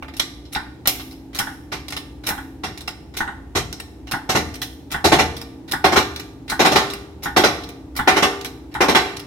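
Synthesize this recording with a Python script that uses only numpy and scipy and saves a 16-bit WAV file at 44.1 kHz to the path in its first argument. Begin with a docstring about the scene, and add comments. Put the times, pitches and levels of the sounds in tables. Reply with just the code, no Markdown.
"""A loose handle taps its socket over a fan's hum: a bottle jack in a steel shop press, pumped by hand,
heard close by in a workshop through two microphone ports.
Each stroke: the handle scrapes up, the pump knocks at the top, the push makes the frame clack, two pins tick.
As the load builds, one light clack a stroke becomes two to four loud jolts.
Contacts are shaped noise with decaying steel modes; the fan is rushing noise and wavering tones."""
import sys
import numpy as np
from scipy import signal
from scipy.fft import rfft, irfft
from scipy.io import wavfile

SR = 44100
rng = np.random.default_rng(int(sys.argv[2]) if len(sys.argv) > 2 else 0)


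def generate_wav(sig):
    """Save sig (samples, or channels by samples) to the path in sys.argv[1] as 16-bit PCM at SR."""
    pcm = np.round(np.clip(np.atleast_2d(sig).T, -1, 1) * 32767).astype(np.int16)
    wavfile.write(sys.argv[1], SR, pcm)


N = 408366  # samples in the scene
LENGTH = 5 * 2 ** 13  # samples in one contact sound
AGE = np.arange(LENGTH) / SR  # seconds since the contact began
HZ = np.maximum(np.fft.rfftfreq(LENGTH, 1 / SR), 1)


# Share of the full load on the ram. Each row: time in seconds, share from 0 to 1.
RAM_LOAD = [(0, 0), (3.3, 0), (4.3, .3), (5.1, .55), (9.26, 1)]


def load_at(s):
    """Share of the full load on the ram at a time."""
    return np.clip(np.interp(s, *np.transpose(RAM_LOAD)), 0, 1)


# Frame jolts on the down strokes. Each row: start in seconds, level in dB before the layer's gain,
# bass boost in dB, treble boost in dB, contact in seconds.
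FRAME_JOLTS = [(1.717, -26.5, -9, 0.5, 0.011), (2.634, -25, -7, 0.5, .0051), (3.55, -20.5, -3, 4.5, 0.027),
               (4.29, -17.5, -3.5, 4.5, 0.0088), (4.348, -16.5, -0.5, 2.5, 0.019),
               (5.041, -12.5, 1.5, 4.5, 0.016), (5.117, -10, 1, -1, 0.013),
               (5.185, -13.5, -1.5, -2.5, .017), (5.84, -10.5, -4, -5.5, 0.0098),
               (5.919, -16.5, 1.5, -1.5, 0.0097), (5.957, -12.5, -6.5, -3, 0.021),
               (6.591, -14, -0.5, -1, 0.027), (6.646, -12, -2.5, -2, .02), (6.714, -14.5, 3.5, 2.5, 0.0072),
               (6.755, -9.5, -6.5, -3, 0.0046), (7.362, -9.5, 0, 1, 0.011), (7.435, -10, -2, -2, 0.0069),
               (8.073, -8, -6, -5, 0.0047), (8.161, -16, -4.5, -2.5, .019), (8.222, -11.5, -4, -2.5, .0082),
               (8.804, -11.5, -3, -5, .016), (8.881, -13.5, 1, -1, 0.016), (8.947, -8, -8, -4.5, 0.0026)]
# Colour of a jolt. Each row: frequency in Hz, relative density in dB per Hz.
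JOLT_COLOUR = [(110, -25), (180, -7), (394, 0), (493, -5.5), (652, -4.5), (756, -1.5), (928, -7),
               (1060, -6.5), (3620, -16.5), (4200, -17), (4530, -16.5), (5660, -19.5), (10100, -32.5),
               (11700, -27), (15500, -42.5)]
# Colour of the thump under it. Each row: frequency in Hz, relative density in dB per Hz.
THUMP_SPECTRUM = [(30, -32), (55, -11.5), (77, 2), (100, -3.5), (160, -4.5), (230, -10.5), (500, -53),
                  (1500, -84)]
SLACK_THUMP_DB, LOADED_THUMP_DB = -2, -24.5  # the load damps the thump; each jolt's bass boost is added
THUMP_T60_S = 0.73
BOOM_DB, BOOM_HZ, BOOM_T60_S = -26, 790, 1.4
RATTLE_HZ, RATTLE_RISE_S = 1800, 0.046


def frame_clacks(press):
    """The loaded frame jolts with a thump, its loose steel rattles an instant later, and the beams boom on."""
    out = np.zeros((2, N))
    low = signal.butter(2, BOOM_HZ, fs=SR, output="sos")
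    dull = signal.butter(1, RATTLE_HZ, fs=SR, output="sos")
    for s, db, bass_db, treble_db, contact in FRAME_JOLTS:
        colour = at_hz(JOLT_COLOUR, HZ)
        colour = colour + bass_db * (1 - shelf(900)) + treble_db * shelf(3500)
        hit = blow(press, colour, contact, attack=.0025, t60=0.18, modes_db=-5.5,
                   room_db=-10.0, grain_db=0.5, crack_db=-1.0)
        # the hit starts dull, and its treble rattle fades in
        late_rattle = hit - signal.sosfilt(dull, hit)
        hit = hit - late_rattle * dying(RATTLE_RISE_S)

        boom_noise = signal.sosfilt(low, stereo_noise(LENGTH))
        boom = coloured(boom_noise * dying(BOOM_T60_S), colour)
        thump = coloured(stereo_noise(LENGTH) * dying(THUMP_T60_S), at_hz(THUMP_SPECTRUM, HZ))
        thump_db = bass_db + np.interp(load_at(s), [0, 1], [SLACK_THUMP_DB, LOADED_THUMP_DB])
        add(out, s, from_db(db) * (hit + from_db(BOOM_DB) * boom + from_db(thump_db) * thump))
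    return out


# Colour of the pump's knock. Each row: frequency in Hz, relative density in dB per Hz.
PUMP_KNOCK_COLOUR = [(320, -12.5), (550, -27), (809, 1), (1180, -8), (1500, -2), (1730, -1), (1990, -9.5),
                     (2460, -22), (3530, -16), (5700, -51), (6490, -32), (9000, -26.5), (11700, -96),
                     (19800, -120)]
# The pump body's ring after its knock. Each row: frequency in Hz before a slight random detuning,
# relative level in dB, t60 in seconds.
PUMP_BODY_MODES = [(815, -11.5, .25), (968, -21, 0.39), (1475, -4.5, 0.22), (1960, -11, .2)]


def knock(press):
    """A hollow, dull knock that leaves the pump body ringing."""
    colour = at_hz(PUMP_KNOCK_COLOUR, HZ) + 9 * (1 - shelf(600)) ** 2 - 4 * shelf(2600)
    sound = blow(press, colour, contact=0.0044, attack=0.00046, t60=0.17, modes_db=-13.5,
                 room_db=-11.5, grain_db=1.0, crack_db=-3.0)
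    for hz, db, t60 in PUMP_BODY_MODES:
        detuned_hz = hz * rng.normal(1, 0.0072)
        sound = sound + from_db(db) * dying(t60) * np.sin(2 * np.pi * detuned_hz * AGE)
    return sound


# Lifts of the handle, played by the knocks and the scrapes, levels before each layer's gain.
# Each row: time at the top in seconds, knock level in dB, slide before the top in seconds,
# scrape level in dB, scrape's treble boost in dB, first touch before the slide in seconds.
HANDLE_LIFTS = [(.558, -26.5, 0.033, -35, 6, 0.0054), (1.398, -26.5, 0.052, -31, -2, 0.016),
                (2.305, -28.5, 0.04, -24.5, 1, 0.03), (3.204, -24, 0.037, -27.5, 0, 0.029),
                (4.135, -26, 0.023, -26.5, -2, 0.043), (4.943, -25.5, 0.029, -27.5, 0, 0.011),
                (5.733, -24.5, 0.021, -25.5, 1.5, .034), (6.517, -26, 0.021, -24.5, -1, 0.017),
                (7.257, -25.5, 0.026, -29, 1.5, 0.0092), (7.99, -23.5, 0.027, -27.5, 0.5, .012),
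                (8.75, -28.5, 0.011, -37.5, -3, 0.026)]
QUICK_FROM_S, QUICK_TO_S = 1, 3.5  # the quick, unloaded strokes
REBOUND_S, REBOUND_DB = .072, -7  # delay and level against the knock


def pump_knocks(press):
    """The pump knocks at the top of every lift, and bounces once after it on the quick strokes."""
    out = np.zeros((2, N))
    for s, db, *_ in HANDLE_LIFTS:
        add(out, s, from_db(db) * knock(press))
        if QUICK_FROM_S < s < QUICK_TO_S:
            add(out, s + REBOUND_S, from_db(db + REBOUND_DB) * knock(press))
    return out


# Colour of a light steel touch. Each row: frequency in Hz, relative density in dB per Hz.
TOUCH_COLOUR = [(320, -5), (550, -7), (780, -4), (1080, -6.5), (1380, -4), (1550, -7), (2250, -3.5),
                (2520, -5), (5290, -6), (6340, -12), (9910, -13.5), (10900, -8), (15500, -18.5)]


def clink(press, ping_db, top_db, contact, t60):
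    """One light touch of steel on steel; a longer contact swells into a scrape."""
    ping_band = shelf(3000) - shelf(6500)
    colour = at_hz(TOUCH_COLOUR, HZ) + ping_db * ping_band + top_db * shelf(6500)
    colour = colour + 2.36 * ripple(161.8)  # each touching spot favours a few broad pitches
    return blow(press, colour, contact, attack=0.099 * contact, t60=t60, modes_db=-7.5,
                room_db=-14.5, grain_db=4.5, crack_db=-16.0)


# Pin ticks as the handle turns at the bottom. Each row: start in seconds,
# level in dB before the layer's gain, gap to the second pin in seconds.
PIN_TURNS = [(1.109, -42.5, .012), (1.882, -32.5, .021), (2.775, -35, 0.032), (3.727, -29.5, 0.072),
             (4.54, -34.5, 0.013), (5.366, -31.5, 0.047), (6.161, -29.5, 0.034), (6.9, -28, .034),
             (7.636, -35.5, 0.053), (8.41, -35, 0.046), (9.166, -33.5, 0.028)]
# Loose taps of the handle in its socket. 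Each row: start in seconds, level in dB before the layer's gain,
# boost in dB around 3 to 6 kHz, boost in dB above that.
LOOSE_TAPS = [(0.024, -32, -20, -24), (.082, -39, -11, -19), (0.137, -42, 2, -6), (.166, -34.5, 3, 5),
              (.196, -18, 7.5, -5), (0.452, -47, 20, -4), (.549, -24.5, 6, -17), (0.856, -27, -1, -20),
              (.873, -12, -1, 8.5), (.996, -32.5, 4, -19), (1.387, -19.5, 4, 7), (1.923, -28.5, 0, -7),
              (1.965, -26, 0, -4.5), (2.286, -20.5, -10, 2), (2.876, -26, -3, -7.5), (4.617, -23, 4.5, 3),
              (8.446, -28, -3, -3)]
FIRST_TOUCH_DB = -14  # against the scrape
RUB_SHARE = 0.38  # the handle rubs for this share of the slide
PIN_T60_S, SECOND_PIN_DB = .065, -2


def socket_clinks(press):
    """The handle slides in its socket on every lift, ticks two pins at every turn, and at times taps loosely."""
    out = np.zeros((2, N))
    for top, _, slide, db, top_db, slack in HANDLE_LIFTS:
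        # a faint touch takes up the slack before each scrape
        touch = clink(press, ping_db=-3, top_db=top_db - 12.5, contact=0.011, t60=.2)
        scrape = clink(press, ping_db=-2.5, top_db=top_db, contact=RUB_SHARE * slide, t60=0.16)
        add(out, top - slide - slack, from_db(db + FIRST_TOUCH_DB) * touch)
        add(out, top - slide, from_db(db) * scrape)
    for s, db, gap in PIN_TURNS:
        first = clink(press, ping_db=9, top_db=-0.5, contact=0.0021, t60=PIN_T60_S)
        second = clink(press, ping_db=1, top_db=-1.5, contact=0.0046, t60=PIN_T60_S)
        add(out, s, from_db(db) * first)
        add(out, s + gap, from_db(db + SECOND_PIN_DB) * second)
    for s, db, ping_db, top_db in LOOSE_TAPS:
        add(out, s, from_db(db) * clink(press, ping_db, top_db, contact=0.0024, t60=0.12))
    return out


# Clear modes of the steel press. Each row: frequency in Hz, relative level in dB, t60 in seconds.
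STEEL_MODES = [(303, -25, .9), (350, -26, .5), (397, -27, .9), (463, -32, 1.1), (573, -22, .3),
               (700, -29, .7), (756, -16.5, .3), (871, -21, .35), (1081, -24, .25), (1324, -24, .3),
               (1545, -21, .35), (1185, -28, .75), (1630, -30, .7), (1790, -25, .5), (2137, -28, .55),
               (2369, -19.5, .35), (3026, -20, .28), (3874, -20, .25), (4305, -15, .25), (4701, -17, .25),
               (5113, -15.5, .25), (5590, -17, .2), (5718, -14.5, .22), (6140, -18, .2), (6256, -14, .22),
               (6686, -16, .22), (7403, -15, .25), (7784, -16.5, .22), (13810, -14, .3)]


def steel():
    """The press's own ring: a thicket of short resonances, and the clear modes as each port hears them."""
    hz, db, t60 = np.transpose(STEEL_MODES)
    # the ports' phases part towards the treble
    spread = np.minimum(hz / 3500, 1) * rng.choice([-1, 1], len(hz))
    phase = rng.uniform(0, 2 * np.pi, len(hz)) + np.array([spread, -spread])
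    decay = np.array([from_db(level) * dying(t) for level, t in zip(db, t60)])
    modes = np.sqrt(2) * decay * np.sin(2 * np.pi * hz[:, None] * AGE + phase[:, :, None])
    thicket_db = 3.5 * ripple(34)
    return thicket_db, modes.astype(np.float32)


ROOM_T60_S, WALL_CUT_HZ = 0.56, 12400


def blow(press, colour_db, contact, attack, t60, modes_db, room_db, grain_db, crack_db):
    """Steel chatters on steel and seats with a crack; the frame rings on and the room answers."""
    thicket_db, modes = press
    # tiny impacts, under a millisecond apart, roughen the start
    impacts = np.repeat(rng.standard_normal(LENGTH // 32), 32)
    roughness = rms_one(from_db(grain_db * impacts))
    grain = 1 + (roughness - 1) * dying(0.14, contact)
    dense = stereo_noise(LENGTH) * grain * dying(t60, contact)

    damping = np.exp(-2 * np.pi * WALL_CUT_HZ / SR)
    room = signal.lfilter([1 - damping], [1, -damping], stereo_noise(LENGTH))
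    room = room * dying(ROOM_T60_S)

    # every blow lands in another place and wakes the resonances in other proportions
    count = len(STEEL_MODES)
    strengths = from_db(modes_db) * rng.uniform(.5, 1.4, count) * rng.choice([-1, 1], count)
    clear_ring = strengths.astype(np.float32) @ modes
    place_db = 2.5 * ripple(88.9)
    ringing = dense + from_db(room_db) * room + clear_ring
    ringing = ringing * (1 - np.exp(-AGE / max(attack, 1e-4)))

    # the crack reaches both ports straight from the contact, untouched by the frame's resonances
    crack = rng.standard_normal(LENGTH) * dying(0.0062, contact / 2) * (AGE > contact / 2)
    return coloured(ringing, colour_db + thicket_db + place_db) + from_db(crack_db) * coloured(crack, colour_db)


# Rushing air of the fan. Each row: frequency in Hz, relative density in dB per Hz.
FAN_AIR = [(25, -25), (40, -26), (55, 1.5), (75, 3), (100, -7), (125, -4.5), (200, -10.5), (270, -7),
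           (330, -7.5), (400, -12.5), (620, -22.5), (850, -19.5), (1100, -32.5), (15500, -53)]
# Motor tones of the fan. Each row: frequency in Hz, rms level in dB before wavering.
FAN_TONES = [(59.2, -50), (118.4, -54), (269.2, -46.5), (296.1, -49), (323, -50.5), (347, -63.5)]
AIR_DB = -41  # rms
WAVER = 0.53  # spread of the random swell, and of the phase slip before its factor of 3


def workshop():
    """A fan behind the press: low rushing air and a few wavering motor tones."""
    air_gain = from_db(at_hz(FAN_AIR, np.fft.rfftfreq(N, 1 / SR)))
    air = irfft(rfft(stereo_noise(N)) * air_gain, N)
    t = np.arange(N) / SR
    knots = np.linspace(0, t[-1], 50)
    hum = 0
    for hz, db in FAN_TONES:
        swell = np.interp(t, knots, WAVER * rng.standard_normal(len(knots)))
        slip = np.interp(t, knots, WAVER * rng.standard_normal(len(knots)))
        tone = np.sin(2 * np.pi * hz * t + 3 * slip)
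        hum = hum + np.sqrt(2) * from_db(db) * (1 + swell) * tone
    return from_db(AIR_DB) * rms_one(air) + hum


# Width at the microphone ports. Each row: frequency in Hz, side minus mid in dB.
PORT_WIDTH = [(60, -21), (300, -8.5), (750, -7.5), (1200, -3), (2200, 0.5), (15000, 1)]


def stereo_noise(size):
    """White noise, alike at both ports in the bass and diffuse in the treble."""
    mid, side = rng.standard_normal((2, size))
    side_gain = from_db(at_hz(PORT_WIDTH, np.fft.rfftfreq(size, 1 / SR)))
    side = irfft(rfft(side) * side_gain, size)
    return np.array([mid + side, mid - side])


# The press's direction at the microphone ports. Each row: frequency in Hz, left minus right in dB.
PORT_LEAN = [(60, 3), (99, 2.5), (160, -1), (270, 1.5), (450, 2.5), (740, -0.5), (1220, -1.5), (2010, -1),
             (3330, -7.5), (5500, 1), (9080, 8.5), (15000, -11.5)]
RIGHT_LAG_S = .00007


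def coloured(x, curve_db):
    """Causal (minimum-phase) filter that keeps the power of white noise, heard from the press's direction."""
    cepstrum = irfft(np.log(rms_one(from_db(curve_db)) + 1e-5))
    # folding the cepstrum forward in time makes the filter causal
    cepstrum[1:LENGTH // 2] *= 2
    cepstrum[LENGTH // 2 + 1:] = 0
    lean = at_hz(PORT_LEAN, HZ) / 2
    lag = np.exp(-2j * np.pi * HZ * RIGHT_LAG_S)
    ports = np.array([from_db(lean), from_db(-lean) * lag])
    return irfft(rfft(x) * np.exp(rfft(cepstrum)) * ports)


def ripple(spacing_hz):
    """Random peaks and dips across the spectrum: crowded resonances, broader towards the treble."""
    place = np.log1p(HZ / 3000) * 3000 / max(spacing_hz, 20)
    heights = np.clip(rng.standard_normal(400), -2, 1.5)
    return np.interp(place, np.arange(len(heights)), heights) * shelf(900)


def shelf(corner_hz):
    """Rises from 0 below the corner to 1 above it."""
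    return 1 / (1 + (corner_hz / HZ) ** 4)


def dying(t60, hold=0):
    """Full strength while the contact lasts, then an exponential decay."""
    return from_db(-60 * np.maximum(AGE - hold, 0) / t60)


def at_hz(points, hz):
    """Read a spectrum table on a log-frequency axis."""
    f, value = np.transpose(points)
    return np.interp(np.log(np.maximum(hz, 1)), np.log(np.maximum(f, 1)), value)


def from_db(db):
    """Decibels to gain."""
    return 10 ** (np.asarray(db) / 20)


def rms_one(x):
    """Scale to an rms of one."""
    return x / np.sqrt(np.mean(x ** 2) + 1e-20)


def add(out, s, sound):
    """Mix a sound in at a time in seconds."""
    at = max(round(s * SR), 0)
    out[:, at:at + LENGTH] += sound[:, :N - at]


def scene():
    """All contacts sound through the same steel press, with the fan behind."""
    press = steel()
    clacks = from_db(0.68) * frame_clacks(press)
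    knocks = from_db(4.2) * pump_knocks(press)
    clinks = from_db(-0.48) * socket_clinks(press)
    return clacks + knocks + clinks + workshop()


def record(dry):
    """The highest peaks are rounded and the top is cut above 15.8 kHz."""
    rounded = dry / (1 + dry ** 6) ** (1 / 6)
    top_cut = signal.ellip(10, .1, 80, 15800, fs=SR, output="sos")
    return signal.sosfilt(top_cut, rounded)


dry = scene()
out = record(dry)
generate_wav(out)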